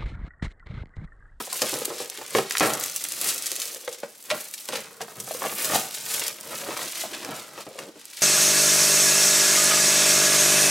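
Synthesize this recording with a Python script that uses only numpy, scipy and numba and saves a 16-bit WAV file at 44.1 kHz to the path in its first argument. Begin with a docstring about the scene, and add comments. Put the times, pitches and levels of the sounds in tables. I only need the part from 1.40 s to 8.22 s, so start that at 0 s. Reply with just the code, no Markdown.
"""Shrink-wrap film torn and peeled off a cardboard box by hand: swarms of buckling clicks, a swish, louder snaps.
Random clicks and noise through resonances make the film; friction is dense stick-slip clicks.
Knocks excite the modes of the box, loose contents patter on its walls, drags sweep a hollow resonance.
Close reflections and a short reverberant tail answer; a quiet room background lies beneath."""
import sys
import numpy as np
from scipy import signal
from scipy.fft import rfft, irfft
from scipy.io import wavfile
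from scipy.ndimage import uniform_filter1d
from numba import njit

SR = 44100
rng = np.random.default_rng(int(sys.argv[2]) if len(sys.argv) > 2 else 0)


def int16_out(signal):
    """Quantize to a 16-bit WAV file."""
    q = np.round(np.clip(np.atleast_2d(signal).T, -1, 1) * 32767)
    wavfile.write(sys.argv[1], SR, q.astype(np.int16))


N = 300759
TIME = np.arange(N) / SR


def undb(db):
    """Decibels to amplitude gain."""
    return 10 ** (np.asarray(db) / 20)


def unit(x):
    """Scale to rms 1."""
    return x / np.sqrt(np.mean(x ** 2) + 1e-18)


def at_level(sound, level_db):
    """Give a short sound the energy of 10 ms at this rms level."""
    return sound * undb(level_db) * np.sqrt(SR / 100) / np.linalg.norm(sound)


def add(track, start_s, sound):
    """Mix a sound into a track, cut at the track's end."""
    i = max(int(start_s * SR), 0)
    track[i:i + len(sound)] += sound[:max(N - i, 0)]


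def resonate(x, hz, width_hz):
    """Two-pole resonance, gain 1 at its centre."""
    hz = min(hz, SR * 0.45)
    b, a = signal.iirpeak(hz, hz / min(width_hz, SR / 3), SR)
    return signal.lfilter(b, a, x)


def colour(x, points, size=2048):
    """Minimum-phase filter with the given (hz, gain_db) outline; clicks keep their sharp front."""
    hz, gain_db = np.transpose(points)
    bins_hz = np.maximum(np.fft.rfftfreq(size, 1 / SR), 1)
    outline_db = np.interp(np.log(bins_hz), np.log(hz), gain_db)
    cepstrum = irfft(np.log(undb(outline_db)))
    # fold the cepstrum onto positive time
    cepstrum[1:size // 2] *= 2
    cepstrum[size // 2 + 1:] = 0
    impulse = irfft(np.exp(rfft(cepstrum)))
    return signal.fftconvolve(x, impulse)[:len(x)]


def clicks(spread_db, count):
    """Sample positions and signed sizes of random clicks: many small, a few large."""
    when, size, sign = rng.random((count, 3)).T
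    rarity = -np.log(size + 1 / 400)
    return (when * N).astype(int), np.sign(sign - 0.5) * undb(spread_db * rarity)


def steady(x, span_s):
    """Level out the running power, keeping the grain finer than span_s."""
    size = max(int(span_s * SR), 8)
    power = uniform_filter1d(uniform_filter1d(unit(x) ** 2, size), size)
    return unit(x) / np.sqrt(np.abs(power) + 1e-6)


def walk(count):
    """Random wander: straight lines between count normal draws spread over the scene."""
    return np.interp(TIME, np.linspace(0, TIME[-1], count), rng.standard_normal(count))


def burst(length_s, follow, size):
    """One pulse of height 1, then a decaying random run; follow is the run's norm before the pulse is set."""
    t_s = np.arange(size) / SR
    run = rng.standard_normal(size) * undb(6.46 * rng.standard_normal(size))
    run *= np.exp(-t_s / max(length_s, 1e-4))
    push = follow * run / np.linalg.norm(run)
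    push[0] = 1
    return push


def swell(peak_s, build_s, let_go_s, swell_db=11):
    """Gain of a movement: rises by swell_db over build_s, falls by it over let_go_s, same slopes beyond."""
    before = (peak_s - TIME) / max(build_s, 0.005)
    after = (TIME - peak_s) / max(let_go_s, 0.005)
    return undb(-np.minimum(swell_db * np.maximum(before, after), 200))


# tugs at the film; tautness sets brightness:
# peak_s, build_s, let_go_s, crinkle_db, friction_db, bright_db_per_octave
TUG_TABLE = [(0.01, 0.023, 0.035, -36.5, -41.5, 6), (0.16, 0.029, 0.054, -32.5, -40, 6),
             (0.29, 0.23, 0.22, -31.5, -39.5, -1), (0.605, .06, 0.063, -35, -44, -3.5),
             (0.77, 0.12, 0.24, -44.5, -45, 0), (0.975, 0.056, 0.045, -29, -35, 0),
             (1.13, .1, 0.048, -37, -41.5, -5), (1.265, 0.1, 0.1, -29.5, -33.5, 4),
             (1.44, .08, 0.14, -33.5, -54, -2), (1.59, 0.12, 0.38, -37, -45, 0.5),
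             (1.88, .11, 0.072, -26.5, -34, 2), (2.09, 0.23, 0.21, -35, -59, -2.5),
             (2.23, .07, 0.19, -35.5, -42.5, 1), (2.5, 0.074, 0.21, -44.5, -56, -4),
             (3.0, .17, 0.14, -38.5, -44.5, 6), (3.2, 0.11, 0.24, -41, -65, 0.5),
             (3.365, 0.071, .07, -38.5, -38.5, -2), (3.7, .2, 0.18, -49, -62, 2),
             (3.92, 0.12, .25, -37.5, -47, 2.5), (4.06, 0.1, 0.13, -37, -41.5, 3),
             (4.24, 0.14, 0.069, -29.5, -33, 14), (4.35, 0.059, 0.073, -24, -31, 1),
             (4.56, 0.091, 0.099, -35.5, -44, -0.5), (4.74, 0.088, 0.1, -27.5, -38, 1.5),
             (4.865, 0.15, .05, -34, -34, 0), (5.16, 0.16, .25, -37.5, -41, 2),
             (5.42, 0.11, .3, -34.5, -43, -1.5), (5.615, 0.082, 0.039, -31.5, -37.5, -0.5),
             (5.76, 0.068, 0.19, -44, -42, -2), (5.97, 0.088, 0.13, -40.5, -48.5, -1),
             (6.21, 0.057, 0.034, -42, -53, -4), (6.41, 0.13, 0.1, -46, -53, -4),
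             (6.6, 0.038, 0.076, -48.5, -58, -5.5), (6.81, 0.091, .1, -35.5, -54, -3)]


def tugging():
    """Crinkle dB, friction dB, brightness: overlapping tugs add in power, which also weights the tautness."""
    film, friction, bright = 0, 0, 0
    for peak_s, build_s, let_go_s, film_db, friction_db, bright_db in TUG_TABLE:
        effort = swell(peak_s, build_s, let_go_s)
        power = (effort * undb(film_db)) ** 2
        film = film + power
        bright = bright + bright_db * power
        friction = friction + (effort * undb(friction_db)) ** 2
    return 10 * np.log10(film), 10 * np.log10(friction), bright / film


# colour of the crinkling film: hz, gain_db
FILM_COLOUR = [(150, -23), (400, -26), (1000, -17.5), (2000, -7.5), (4000, -1), (6000, 0.5), (8500, 1.5),
               (12000, -1.5), (16000, -8)]


def crinkle(bright_db, pull_db, spread_db=2.0, patchy_db=6, relative_width=0.6, bunch_db=4,
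            swish_db=-5, swish_db_per_db=0.38, flutter_db=3):
    """Film facets buckle in bunches, ringing random mixes of broad bands; a strong pull merges them into a swish."""
    at, size = clicks(spread_db, count=14000)
    bunches = walk(count=700)
    size = size * undb(bunch_db * bunches[at])
    crackle, swish = np.zeros(N), np.zeros(N)
    for k, hz in enumerate(np.geomspace(600, 15000, 11)):
        width_hz = hz * relative_width
        tilt_db = bright_db * np.log2(hz / 8000)
        facet = undb(patchy_db * rng.standard_normal(len(at)) + tilt_db[at])
        pulses = np.bincount(at, size * facet, N)
        crackle += (-1) ** k * resonate(pulses, hz, width_hz)
        flutter = flutter_db * (bunches + walk(count=300)) / np.sqrt(2)
        noise = rng.standard_normal(N) * undb(tilt_db + flutter)
        swish += resonate(noise, hz, width_hz)
    crackle = steady(colour(crackle, FILM_COLOUR), span_s=0.03)
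    swish = steady(colour(swish, FILM_COLOUR), span_s=0.03)
    merged = undb(swish_db + swish_db_per_db * (pull_db - np.median(pull_db)))
    return (crackle + merged * swish) / np.sqrt(1 + merged ** 2)


def small_snaps(film_db, above_db=-4, spread_db=4, follow_db_per_db=0.69, centre_hz=7600,
                spread_octaves=0.43, length_s=0.0024, count=70):
    """Lesser creases flip at random, louder under a harder pull; rows as in SNAP_TABLE."""
    when, size, pitch = rng.random((count, 3)).T
    # one per equal slot of time
    at = ((np.arange(count) + when) / count * (N - 1)).astype(int)
    usual_db = np.median(film_db)
    level_db = usual_db + follow_db_per_db * (film_db[at] - usual_db)
    level_db = level_db + above_db + spread_db * (2 * size - 1)
    hz = centre_hz * 2 ** (spread_octaves * (2 * pitch - 1))
    return list(zip(at / SR, level_db, hz, np.full(count, length_s)))


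# creases that snap and short rips; level over 10 ms before the final colour, length before stretch:
# start_s, level_db, centre_hz, length_s
SNAP_TABLE = [(0.129, -29.5, 6450, 0.0045), (0.219, -21, 4450, 0.0054), (0.3405, -32, 4790, .0024),
              (0.451, -35, 7000, .001), (0.4549, -26, 8130, .002), (0.6997, -34, 6900, 0.0014),
              (0.775, -38.5, 4040, 0.0015), (0.864, -41, 5600, 0.0013), (0.952, -30.5, 2040, 0.0038),
              (0.985, -33, 1920, 0.0046), (1.1093, -27.5, 4300, 0.0012), (1.122, -31.5, 5800, 0.0036),
              (1.1525, -31, 1900, 0.0011), (1.1709, -25.5, 3600, 0.00071), (1.1825, -24, 6260, 0.00037),
              (1.198, -24, 5300, 0.0028), (1.222, -24.5, 1970, 0.04), (1.336, -27, 6740, .007),
              (1.399, -31.5, 11200, .0025), (1.4109, -35, 6830, .001), (1.438, -27.5, 6900, 0.0035),
              (1.461, -32.5, 10100, 0.00071), (1.498, -35, 6950, 0.0028), (1.562, -26.5, 8400, .0044),
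              (1.6403, -28.5, 7900, 0.00052), (1.652, -35.5, 4120, 0.00087), (1.687, -34, 8640, .0025),
              (1.721, -30, 7600, 0.0041), (1.814, -28, 8880, 0.0045), (1.844, -30, 10100, 0.0074),
              (1.8886, -22, 5700, 0.026), (1.946, -34, 10000, .001), (1.98, -32, 6850, .005),
              (2.024, -32.5, 7900, 0.0037), (2.059, -29, 6460, 0.0063), (2.067, -28.5, 6900, 0.006),
              (2.117, -28, 5760, 0.0014), (2.156, -35, 6740, 0.0022), (2.1634, -32, 6620, 0.0009),
              (2.2, -31, 6670, 0.0088), (2.2185, -29, 5400, 0.0036), (2.2556, -35, 7340, .001),
              (2.347, -37.5, 8380, 0.0019), (2.4783, -37.5, 2440, 0.0036), (2.528, -36.5, 7000, 0.01),
              (2.6324, -42.5, 1490, 0.018), (2.8539, -50.5, 9400, .0025), (2.903, -25, 2920, 0.012),
              (2.913, -27, 2600, 0.0051), (3.139, -33, 6540, 0.01), (3.288, -32, 4760, 0.0026),
              (3.325, -30.5, 3300, 0.041), (3.3563, -31.5, 4200, 0.0078), (3.604, -45, 1760, 0.03),
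              (3.6154, -34, 4750, .008), (3.8012, -32.5, 7060, 0.011), (4.234, -37, 6000, 0.012),
              (4.246, -24.5, 5700, 0.027), (4.3578, -32, 4500, 0.0031), (4.543, -35, 7680, .007),
              (4.796, -30, 7740, .001), (4.867, -31, 5500, 0.0076), (4.8813, -27.5, 8300, .001),
              (5.01, -40, 9200, .001), (5.3749, -37, 4900, .001), (5.734, -33.5, 2990, 0.03),
              (5.8485, -36, 4600, 0.0018), (6.3897, -37, 3280, .0026), (6.6546, -42, 7900, 0.00088)]


def snaps(creases, relative_width=1.0, cutoff=0.24, stretch=0.93, follow=0.82, lead_in_db=-13, lead_in_s=0.0028):
    """Faint clicks swell briefly into each snap; the longer the rip, the stronger the run of clicks after it."""
    out = np.zeros(N)
    for start_s, level_db, hz, length_s in creases:
        push = burst(length_s * stretch, follow * np.sqrt(abs(length_s) / 0.0019), size=3000)
        lead_in = burst(lead_in_s, follow=2.7, size=600)[::-1]
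        lead_in *= undb(lead_in_db) * np.linalg.norm(push) / np.linalg.norm(lead_in)
        ring = resonate(np.r_[lead_in, push], hz, hz * relative_width)
        # a small facet radiates little below its own pitch
        high_pass = signal.butter(2, min(hz * cutoff, SR / 4), "high", fs=SR, output="sos")
        ring = signal.sosfilt(high_pass, ring)
        ring = resonate(ring, hz, 3 * hz)
        add(out, start_s - len(lead_in) / SR, at_level(ring, level_db))
    return colour(out, [(200, -33), (1000, 7), (4000, -1.5), (9000, 2.0), (16000, 0)])


# colour of skin and film sliding on card: hz, gain_db
SLIDE_COLOUR = [(100, -15), (400, 5.5), (900, -1.5), (1400, 0.5), (2500, 5), (4000, 2), (7000, -4.5),
                (16000, -27)]


def slide(spread_db=2.5, catch_db=5.0):
    """Dense stick-slip of skin and film on card, catching and letting go."""
    at, size = clicks(spread_db, count=24000)
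    slips = np.bincount(at, size, N) * undb(catch_db * walk(count=700))
    return steady(colour(slips, SLIDE_COLOUR), span_s=0.074)


# modes of the box panels and cavity: hz, width_hz, gain_db
BOX_MODES = [(126.6, 28, -8), (150, 19, -0.5), (194.6, 35, -11.5), (213.7, 13.7, 1), (326, 240, -12),
             (347, 9.3, -4.5), (383, 44, -9.5), (463.3, 22, 5), (533, 120, -10.5), (628, 31, 3.5),
             (772, 110, -14.5), (911, 23, -1.5), (1070, 120, -16.5), (1320, 44, -0.5), (1366, 61, -11),
             (1688, 33, -7), (1810, 190, -13.5), (2315, 14, -8), (2430, 260, -23)]


def box(push, thud_db=-9):
    """The box rings in its modes over a dull, heavily damped thud."""
    ring = np.zeros(len(push))
    for k, (hz, width_hz, gain_db) in enumerate(BOX_MODES):
        ring += (-1) ** k * undb(gain_db) * resonate(push, hz, width_hz)
    return ring + undb(thud_db) * resonate(push, 487, 1070)


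# blows from fingers, bench and contents; level over 10 ms, rattle before stretch, hollow against whole box:
# start_s, level_db, spot_hz, rattle_s, hollow_db
KNOCK_TABLE = [(0.074, -39.5, 573, 0.0068, -4), (0.125, -37, 1010, 0.017, -2),
               (0.218, -23.5, 500, 0.034, -27), (0.3287, -27.5, 333, 0.043, -17),
               (0.378, -36, 476, 0.0031, 8), (0.418, -30.5, 464, 0.0056, 8), (0.48, -33.5, 427, 0.0081, -4),
               (0.5034, -29.5, 466, .03, 3), (0.603, -29.5, 483, 0.028, 4), (0.783, -39.5, 356, 0.022, -1),
               (0.8143, -37.5, 750, 0.011, -7), (0.9501, -17, 356, 0.0033, -11),
               (0.962, -22.5, 452, 0.036, 3), (0.985, -17.5, 400, 0.0056, -8),
               (1.2075, -18, 1000, .004, -29), (1.21, -27, 248, .04, -4), (1.215, -16.5, 700, 0.069, -34),
               (1.231, -17.5, 460, 0.041, -9), (2.478, -30, 505, .004, 0), (2.634, -29.5, 552, 0.005, 9),
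               (2.911, -22, 615, .012, 36), (3.29, -33, 455, 0.023, -1), (3.331, -29, 626, 0.02, -2),
               (3.6076, -31.5, 720, 0.012, -8), (3.682, -43.5, 680, .006, -4),
               (3.764, -38.5, 130, 0.062, -12), (3.876, -38.5, 732, 0.0041, -14),
               (3.91, -30, 630, 0.00093, 9), (3.948, -34.5, 500, 0.0023, 8), (4.0202, -29, 807, 0.0082, -6),
               (4.0404, -31.5, 990, .002, -8), (4.05, -29.5, 800, 0.005, 3.5),
               (4.0603, -31, 600, 0.0028, 2), (4.0684, -32, 760, 0.0033, -14),
               (4.125, -35.5, 804, 0.0035, -2), (4.334, -23.5, 760, 0.048, 6), (4.336, -32.5, 147, .02, 1),
               (4.3575, -24.5, 714, 0.0025, 5), (5.2876, -29.5, 344, .008, -9),
               (5.307, -31.5, 950, 0.021, -19), (5.368, -33.5, 1230, 0.0031, -4),
               (5.392, -35, 1190, 0.0066, -4), (5.638, -33, 635, 0.02, 0), (5.71, -33, 360, 0.16, -5),
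               (5.829, -29.5, 745, 0.12, -25), (5.89, -32.5, 234, 0.0063, -17),
               (6.178, -34.5, 650, .017, -31), (6.267, -36.5, 304, 0.011, -9),
               (6.385, -36, 507, 0.045, -10), (6.557, -43.5, 297, .012, -2)]


def knocks(relative_width=1.83, broad_db=-11, tick_db=-13, hardness_db_per_octave=4, stretch=0.97,
           follow=0.97, hollow_width=0.11, narrowing=0.15):
    """Each blow rings the struck spot and the whole box, ticks on the card and adds a rattle."""
    out = np.zeros(N)
    for start_s, level_db, hz, rattle_s, hollow_db in KNOCK_TABLE:
        # a longer rattle is also stronger
        push = burst(rattle_s * stretch, follow * np.sqrt(abs(rattle_s) / 0.0076), size=14000)
        spot = resonate(push, hz, hz * relative_width)
        body = at_level(box(spot + undb(broad_db) * push), 0)
        # the spots that ring most are the least damped
        ring_hz = hz * hollow_width * undb(-narrowing * hollow_db)
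        hollow = resonate(resonate(push, hz, ring_hz), hz, 2 * hz)
        hollow = at_level(hollow, hollow_db)
        # stiff, high-pitched spots tick harder
        hard_db = tick_db + hardness_db_per_octave * np.log2(hz / 500)
        tick = resonate(resonate(push, 1000, 5000), 1200, 8300)
        tick = at_level(tick, hard_db)
        add(out, start_s, at_level(body + hollow + tick, level_db))
    return out


def contents(spread_db=1.5, jostle_db=7.0, scrape_db=-9):
    """Loose pieces and dragging fingers patter on the box; its side walls add a higher buzz."""
    at, size = clicks(spread_db, count=2600)
    patter = np.bincount(at, size, N) * undb(jostle_db * walk(count=300))
    walls = unit(resonate(resonate(patter, 1280, 440), 1240, 1000))
    return steady(unit(box(patter)) + undb(scrape_db) * walls, span_s=0.031)


# the box tips and its contents shift: peak_s, settle_s, level_db
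SHIFT_TABLE = [(0.01, 0.015, -32), (0.44, 0.084, -44.5), (0.98, 0.049, -34), (1.35, 0.11, -35),
               (1.88, 0.2, -44), (2.942, 0.032, -33), (3.39, 0.11, -43.5), (3.72, 0.45, -50.5),
               (4.05, 0.091, -37.5), (4.329, 0.085, -29), (4.76, 0.18, -42.5), (5.13, 0.14, -41),
               (5.28, 0.089, -38.5), (5.43, 0.061, -38.5), (5.67, 0.053, -43.5), (5.93, 0.066, -38.5),
               (6.15, 0.17, -48), (6.439, 0.043, -45)]


def tipping(build_share=0.88):
    """Gain of the contents, which slide and settle at each tip; build-up is a share of settle_s."""
    power = 0
    for peak_s, settle_s, level_db in SHIFT_TABLE:
        power = power + (undb(level_db) * swell(peak_s, build_share * settle_s, settle_s)) ** 2
    return np.sqrt(power)


@njit
def sweep(x, hz, width_hz):
    """State-variable band-pass whose centre moves every sample."""
    y, band, low = np.empty(len(x)), 0., 0.
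    for i in range(len(x)):
        g = np.tan(np.pi * hz[i] / SR)
        k = width_hz / hz[i]
        v = (band + g * (x[i] - low)) / (1 + g * (g + k))
        band = 2 * v - band
        low = low + 2 * g * v
        y[i] = k * v
    return y


# the box dragged under the hand, pitch of the hollow: start_s, length_s, from_hz, to_hz, level_db
DRAG_TABLE = [(0.28, 0.46, 430, 514, -50), (1.72, 1, 303, 546, -53.5), (5.03, 0.46, 525, 610, -47.5),
              (6.25, 0.28, 570, 330, -49)]


def drag(width_hz=300.0, catch_db=4.5, fade_s=0.055):
    """Friction sounds the hollow under the hand; its pitch glides as the grip slides along the box."""
    hz = np.full(N, float(DRAG_TABLE[0][2]))
    gain = np.zeros(N)
    for start_s, length_s, from_hz, to_hz, level_db in DRAG_TABLE:
        end_s = start_s + length_s
        glide_hz = np.interp(TIME, [start_s, end_s], [from_hz, to_hz])
        hz = np.where(TIME < start_s, hz, glide_hz)
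        fade = np.clip(np.minimum(TIME - start_s, end_s - TIME) / fade_s, 0, 1)
        gain += undb(level_db) * fade
    rub = rng.standard_normal(N) * undb(catch_db * walk(count=400))
    hollow = sweep(sweep(rub, hz, float(width_hz)), hz, float(width_hz))
    return unit(hollow) * gain


def scatter(x, near_s=0.002, far_s=0.016, drift_s=0.0007, count=9):
    """Bounces off hands, box and tools; path lengths wander at random, as with a box being turned."""
    out = np.zeros(N)
    for k, lag_s in enumerate(np.geomspace(near_s, far_s, count)):
        lag = np.abs(lag_s + drift_s * walk(count=14)) * SR
        source = np.maximum(np.arange(N) - lag.astype(int), 0)
        out += (-1) ** k * np.sqrt(near_s / lag_s) * x[source]
    return out / 2


# left-right difference of the reflections: hz, side_gain_db
SIDE_COLOUR = [(100, -16), (300, -20), (600, -8), (1200, -4.5), (4000, -5), (12000, -1.5)]


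def room(x, early_db=-7, early_side_db=-9, tail_db=-14, tail_side_db=-17, tail_t60_s=0.36, tail_rise_s=0.028):
    """Near scatter and a short noise tail; the bass is nearly alike left and right."""
    t_s = np.arange(SR // 2) / SR
    envelope = (1 - np.exp(-t_s / tail_rise_s)) * undb(-60 * t_s / tail_t60_s)
    tails = rng.standard_normal((2, len(t_s))) * envelope
    tail_mid, tail_side = (signal.fftconvolve(x, tail / np.linalg.norm(tail))[:N] for tail in tails)
    mid = x + undb(early_db) * scatter(x) + undb(tail_db) * tail_mid
    side = undb(early_side_db) * scatter(x) + undb(tail_side_db) * tail_side
    side = colour(side, SIDE_COLOUR)
    return np.array([mid + side, mid - side])


# colour of the room's background: hz, gain_db
AIR_COLOUR = [(25, -4), (60, -9), (130, 1), (400, 8), (800, 1), (1500, -2), (6000, -4), (16000, -20)]


def background(level_db=-59.5):
    """Steady coloured noise, independent left and right."""
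    air = [unit(colour(rng.standard_normal(N), AIR_COLOUR)) for _ in range(2)]
    return undb(level_db) * np.array(air)


def scene():
    """Film, friction and box sound together in the room; the background reaches each side separately."""
    film_db, slide_db, bright_db = tugging()
    wrap = crinkle(bright_db, pull_db=film_db) * undb(film_db)
    wrap = wrap + snaps(list(SNAP_TABLE) + small_snaps(film_db))
    card = slide() * undb(slide_db) + contents() * tipping() + drag() + knocks()
    return room(wrap + card) + background()


# microphone response: hz, gain_db
MIC_RESPONSE = [(25, -17), (60, -4), (120, 0.5), (250, 1.5), (500, 0.5), (1000, 2.5), (2000, 1.5),
                (4000, 1), (8000, 0.5), (16000, 1.5)]


def record(dry, ceiling=0.8, top_hz=16000):
    """The microphone thins the deep bass; the sharpest peaks are rounded off softly, and the recorder cuts the
    top."""
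    heard = np.array([colour(channel, MIC_RESPONSE) for channel in dry])
    rounded = ceiling * np.tanh(heard / ceiling)
    low_pass = signal.ellip(10, 0.2, 80, top_hz, fs=SR, output="sos")
    return signal.sosfilt(low_pass, rounded)


dry = scene()
out = record(dry)
int16_out(out)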